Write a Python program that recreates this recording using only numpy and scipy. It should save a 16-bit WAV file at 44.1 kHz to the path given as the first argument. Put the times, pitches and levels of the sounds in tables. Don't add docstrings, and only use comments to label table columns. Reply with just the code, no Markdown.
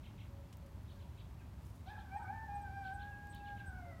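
import sys
import numpy as np
from scipy import signal
from scipy.fft import rfft, irfft
from scipy.io import wavfile

SR = 44100
rng = np.random.default_rng(int(sys.argv[2]) if len(sys.argv) > 2 else 0)


def transcribe(u):
    v = np.clip(np.atleast_2d(u).T, -1, 1)
    q = np.round(v * 32767).astype(np.int16)
    wavfile.write(sys.argv[1], SR, q)


N = 176400
T = np.arange(N) / SR
BIRD_ECHO_S = 0.41


def from_db(db):
    return 10 ** (np.asarray(db) / 20)


def rms_one(x):
    return x / np.sqrt(np.mean(x ** 2) + 1e-20)


def in_time(rows, t=T):
    times, *columns = np.transpose(rows)
    return [np.interp(t, times, column) for column in columns]


def drift(hz):
    r = np.exp(-2 * np.pi * hz / SR)
    return rms_one(signal.lfilter([1], [1, -2 * r, r * r], rng.standard_normal(N + SR))[SR:])


def add(out, start_s, sound):
    i = max(int(start_s * SR), 0)
    out[i:i + len(sound)] += sound[:N - i]


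def sine(hz):
    return np.sqrt(2) * np.sin(2 * np.pi * np.cumsum(hz) / SR)


def swell(length_s):
    progress = np.linspace(0, 1, int(length_s * SR))
    return progress, np.sqrt(4 * progress * (1 - progress))


def hiss(hz):
    edges_hz = [min(hz / 2, SR / 4), min(hz * 2, SR * .45)]
    band = signal.butter(1, edges_hz, "band", fs=SR, output="sos")
    return rms_one(signal.sosfilt(band, rng.standard_normal(N)))


def shaped_noise(spectrum, slope, split_hz=457):
    hz, db = np.transpose(spectrum)
    f = np.maximum(np.arange(N // 2 + 1) * SR / N, 1)
    gain = from_db(np.interp(np.log(f), np.log(hz), db))
    gain /= np.sqrt(1 + (f / split_hz) ** (slope * 20))
    return rms_one(irfft(rfft(rng.standard_normal(N)) * gain, N))


def trees(sound, fade_s, echo_db, build_s=0.0081, dull_hz=3540):
    t = T[:SR]
    tail = rng.standard_normal(SR) * from_db(-60 * t / fade_s) * (1 - np.exp(-t / build_s))
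    tail = signal.sosfilt(signal.butter(1, dull_hz, fs=SR, output="sos"), tail / np.linalg.norm(tail))
    echo_gain = from_db(echo_db)
    return (sound + echo_gain * signal.fftconvolve(sound, tail)[:N]) / np.hypot(1, echo_gain)


def surf_and_air():
    # f/Hz, relative level/dB
    rumble_spectrum = [(13, -50), (22, -31), (58, -0.5), (75, 1), (113, -3), (141, -10), (176, -11),
                       (294, -19), (480, -27.5), (620, -68), (1060, -120)]
    # t/s, level/dB
    rumble_level = [(0, -51), (1.3, -51), (2.1, -51), (2.7, -50.5), (3.3, -50), (4, -50)]
    # f/Hz, relative level/dB
    air_spectrum = [(260, -37), (450, -10), (515, -12), (563, -7), (615, -7), (747, -11), (893, -8),
                    (1050, -10.5), (1440, -16), (1570, -16.5), (4870, -26), (10400, -32), (12600, -29.5),
                    (15800, -34)]
    rumble_db, = in_time(rumble_level)
    rumble = from_db(rumble_db) * shaped_noise(rumble_spectrum, slope=0.97)
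    air = from_db(-67 + 0.3 * drift(13)) * shaped_noise(air_spectrum, slope=-1.2)
    return rumble + air


def far_birds():
    # t/s, length/s, starting f/Hz, ending f/Hz, level/dB
    calls = [(0.286, 0.14, 561.4, 554, -64.5), (0.617, 0.061, 555, 552, -64.5),
             (0.921, 0.18, 565.4, 559, -68.5), (0.961, 0.054, 1590, 1605, -73),
             (1.038, 0.043, 960, 954, -67.5), (1.389, 0.035, 2740, 2310, -71),
             (1.41, 0.022, 1660, 1540, -68), (3.054, 0.082, 568, 560, -69), (3.111, 0.042, 2800, 2500, -72),
             (3.396, 0.027, 2720, 2600, -69), (3.47, .07, 568, 560, -69), (3.859, 0.065, 565, 557, -60)]
    out = np.zeros(N)
    for start, length, start_hz, end_hz, db in calls:
        progress, loudness = swell(length)
        add(out, start, from_db(db) * loudness * sine(start_hz + (end_hz - start_hz) * progress))
    return trees(out, BIRD_ECHO_S, echo_db=-4)


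def crab_on_sand():
    # t/s, decay time/s, rough centre f/Hz, level/dB
    ticks = [(0.527, 0.0085, 3130, -60.5), (.539, .003, 7000, -69), (.5705, 0.00054, 15000, -53.5),
             (.661, .006, 7000, -67.5), (1.915, .012, 15000, -75), (2.142, .002, 5500, -69),
             (2.298, .005, 15000, -77), (3.271, .001, 6000, -59), (3.347, .004, 14050, -59)]
    # t/s, level/dB
    slide_level = [(1.55, -100), (1.63, -78), (1.7, -76), (1.82, -80), (1.9, -100)]
    grains_per_s, smallest_db, spread_db, grain_hz = 37, -72, 5.5, 12500
    out, t = np.zeros(N), T[:SR // 20]
    for start, decay, hz, db in ticks:
        add(out, start, from_db(db) * np.exp(-t / decay) * hiss(hz)[:len(t)])
    hits = rng.random(N) < grains_per_s / SR
    strength = from_db(smallest_db + spread_db * np.minimum(rng.exponential(1, N), 4))
    crackle = signal.lfilter(*signal.iirpeak(grain_hz, 2, fs=SR), hits * strength + 1e-18)
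    slide_db, = in_time(slide_level)
    slide = from_db(slide_db + 3.4 * drift(60)) * hiss(6800)
    return out + crackle + slide


def pips():
    # t/s, length/s, fall in pitch/Hz, level/dB
    notes = [(2.166, 0.029, 418, -75), (2.224, 0.019, 380, -75), (2.545, 0.028, 400, -71.5),
             (2.612, 0.023, 340, -73), (2.932, 0.035, 140, -69), (3.292, 0.039, 90, -67.5),
             (3.656, 0.045, 40, -68.5)]
    middle_hz, arch_hz = 8184, 283
    out = np.zeros(N)
    for start, length, fall_hz, db in notes:
        progress, loudness = swell(length)
        pitch = middle_hz - arch_hz * (2 * progress - 1) ** 2 - fall_hz * (progress - .5)
        add(out, start, from_db(db) * loudness * sine(pitch))
    return trees(out, BIRD_ECHO_S, echo_db=-6)


def chirps():
    # t/s, f/Hz near the top of the swoop, upper voice level/dB, lower voice level/dB
    notes = [(.03, 4050, -66, -65), (.177, 4070, -66, -64), (.88, 4310, -66, -79), (.991, 4200, -67.5, -74),
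             (1.173, 4340, -65, -67), (1.862, 4400, -63, -71), (1.968, 4180, -66, -76),
             (2.839, 4380, -63.5, -68), (2.993, 4146, -62.5, -68), (3.326, 4350, -62, -68.5),
             (3.446, 4176, -65, -64.5), (3.567, 4100, -67.5, -65.5)]
    # t/s from its start, pitch factor, upper voice gain/dB, lower voice gain/dB
    swoop = [(0, 0.75, -3, -20), (.006, 0.98, -7.5, -4), (.014, 0.78, -1, -2), (.022, 0.7, 0, -16),
             (.028, 1.07, -5.5, 1.5), (.037, .87, 0, -2.5), (.044, 0.76, -2.5, -1), (.051, 0.87, -12, -20)]
    lower_pitch_ratio, waver_depth = .68, 0.0336
    out, t = np.zeros(N), T[:int(swoop[-1][0] * SR)]
    pitch_shape, upper_shape_db, lower_shape_db = in_time(swoop, t)
    waver = 1 + waver_depth * drift(200)
    for start, hz, upper_db, lower_db in notes:
        pitch = hz * pitch_shape * waver[int(start * SR):][:len(t)]
        upper = from_db(upper_db + upper_shape_db) * sine(pitch)
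        lower = from_db(lower_db + lower_shape_db) * sine(lower_pitch_ratio * pitch)
        add(out, start, upper + lower)
    return trees(out, fade_s=0.23, echo_db=0.5)


def rooster():
    # t/s, f/Hz
    melody = [(1.86, 714.5), (1.89, 790), (1.91, 846.5), (1.96, 839), (2.02, 813.4), (2.105, 752),
              (2.135, 778), (2.17, 828.4), (2.2, 772.7), (2.25, 748.5), (2.285, 773), (2.315, 821),
              (2.335, 889), (2.475, 885), (2.49, 812), (2.56, 815.8), (2.62, 801), (2.69, 768.4),
              (2.745, 791.7), (2.8, 794.4), (2.85, 768), (2.91, 767.3), (2.935, 803.3), (3.08, 823.2),
              (3.3, 819.5), (3.5, 816), (3.66, 790), (3.7, 755), (3.8, 726), (3.98, 642)]
    # t/s, roughness from 0 to 1
    hoarseness = [(1.86, 0.67), (1.98, 0.98), (2.12, .45), (2.16, .4), (2.2, 0.8), (2.26, 0.74),
                  (2.34, .15), (2.55, 0.13), (2.68, 0.32), (2.76, 0.14), (2.9, 0.03), (3.1, .04),
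                  (3.55, 0.07), (3.7, 0.41), (4, 0.52)]
    # t/s, level/dB
    first_level = [(1.85, -89), (1.865, -55.5), (1.895, -54), (1.965, -58), (2.005, -54), (2.03, -71),
                   (2.095, -68), (2.125, -50), (2.168, -38.5), (2.19, -53), (2.22, -65), (2.245, -65),
                   (2.305, -42), (2.33, -51.5), (2.44, -45.5), (2.475, -59), (2.495, -44.5), (2.57, -42),
                   (2.635, -62), (2.73, -55), (2.78, -46.5), (2.84, -53), (2.97, -47), (3.1, -55),
                   (3.2, -53), (3.56, -51), (3.63, -66.5), (3.74, -60), (3.86, -55), (3.95, -60.5),
                   (4, -81)]
    second_level = [(1.86, -74), (1.905, -59.5), (1.965, -55), (2.0, -68), (2.09, -68.5), (2.14, -54.5),
                    (2.18, -68), (2.22, -54.5), (2.25, -57.5), (2.29, -54), (2.325, -61.5), (2.389, -53.5),
                    (2.47, -57), (2.5, -61.5), (2.615, -68.5), (2.66, -53.5), (2.73, -62), (2.785, -50),
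                    (2.822, -65), (2.859, -46.5), (2.915, -46.5), (2.96, -69), (3.02, -55), (3.15, -55),
                    (3.34, -59.5), (3.4, -63.5), (3.53, -50.5), (3.595, -59.5), (3.67, -54.5),
                    (3.77, -60.5), (3.86, -70.5), (4, -69)]
    third_level = [(1.86, -74), (1.89, -70), (2.0, -86), (2.09, -87), (2.125, -62), (2.2, -73), (2.23, -78),
                   (2.285, -61.5), (2.32, -82), (2.45, -91), (2.52, -71.5), (2.64, -76.5), (2.82, -70.5),
                   (2.92, -80), (2.96, -87), (3.62, -94), (3.8, -72.5), (3.94, -65.5), (4, -74)]
    rasp_level = [(1.86, -80), (2.08, -92), (2.14, -79), (2.24, -91), (2.4, -106), (2.52, -84), (2.66, -87),
                  (2.75, -80), (2.92, -77), (2.96, -100)]
    # multiple of the pitch, level/dB relative to the rasp
    rasp_harmonics = [(4, -2.5), (5, -8), (6, -4.5), (7, -6.5), (8, -15), (10, -8.5)]
    # t/s, length/s, f/Hz, level/dB
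    cracks = [(1.964, 0.058, 1340, -67.5), (2.165, 0.022, 1840, -60.5), (2.169, .09, 892, -53.5),
              (2.195, 0.024, 1260, -64.5), (2.238, .04, 1233, -61.5)]
    wobble_hz, pitch_wobble, level_wobble_db, crack_waver_hz = 91.6, .028, 4, 25
    flutter_peak_s, flutter_end_s, flutter_period_s, flutter_db = 1.81, 1.9, 0.0384, 3.5
    pitch, = in_time(melody)
    rough, = in_time(hoarseness)
    pitch *= 1 + pitch_wobble * rough * drift(wobble_hz)
    first, = in_time(first_level)
    second, = in_time(second_level)
    third, = in_time(third_level)
    rasp, = in_time(rasp_level)
    flutter = np.cos(2 * np.pi * (T - flutter_peak_s) / flutter_period_s)
    flutter *= np.clip((flutter_end_s - T) / flutter_period_s, 0, 1)
    harmonics = [(1, first - 0.7 + flutter_db * flutter), (2, second + 0.1), (3, third + 1.1)]
    harmonics += [(round(multiple), rasp + db) for multiple, db in rasp_harmonics]
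    voice = np.zeros(N)
    for multiple, db in harmonics:
        voice += from_db(db + level_wobble_db * rough * drift(wobble_hz)) * sine(multiple * pitch)
    voice *= np.clip((T - first_level[0][0]) / .01, 0, 1)
    waver = crack_waver_hz * drift(wobble_hz)
    for start, length, hz, db in cracks:
        _, loudness = swell(length)
        add(voice, start, from_db(db) * loudness * sine(hz + waver[int(start * SR):][:len(loudness)]))
    return trees(voice, fade_s=0.67, echo_db=-5.5)


def scene():
    return (surf_and_air() + far_birds() + crab_on_sand() + pips() + chirps() + rooster())[None]


def record(dry, cutoff_hz=15850):
    return signal.sosfilt(signal.ellip(12, .1, 70, cutoff_hz, fs=SR, output="sos"), dry)


dry = scene()
out = record(dry)
transcribe(out)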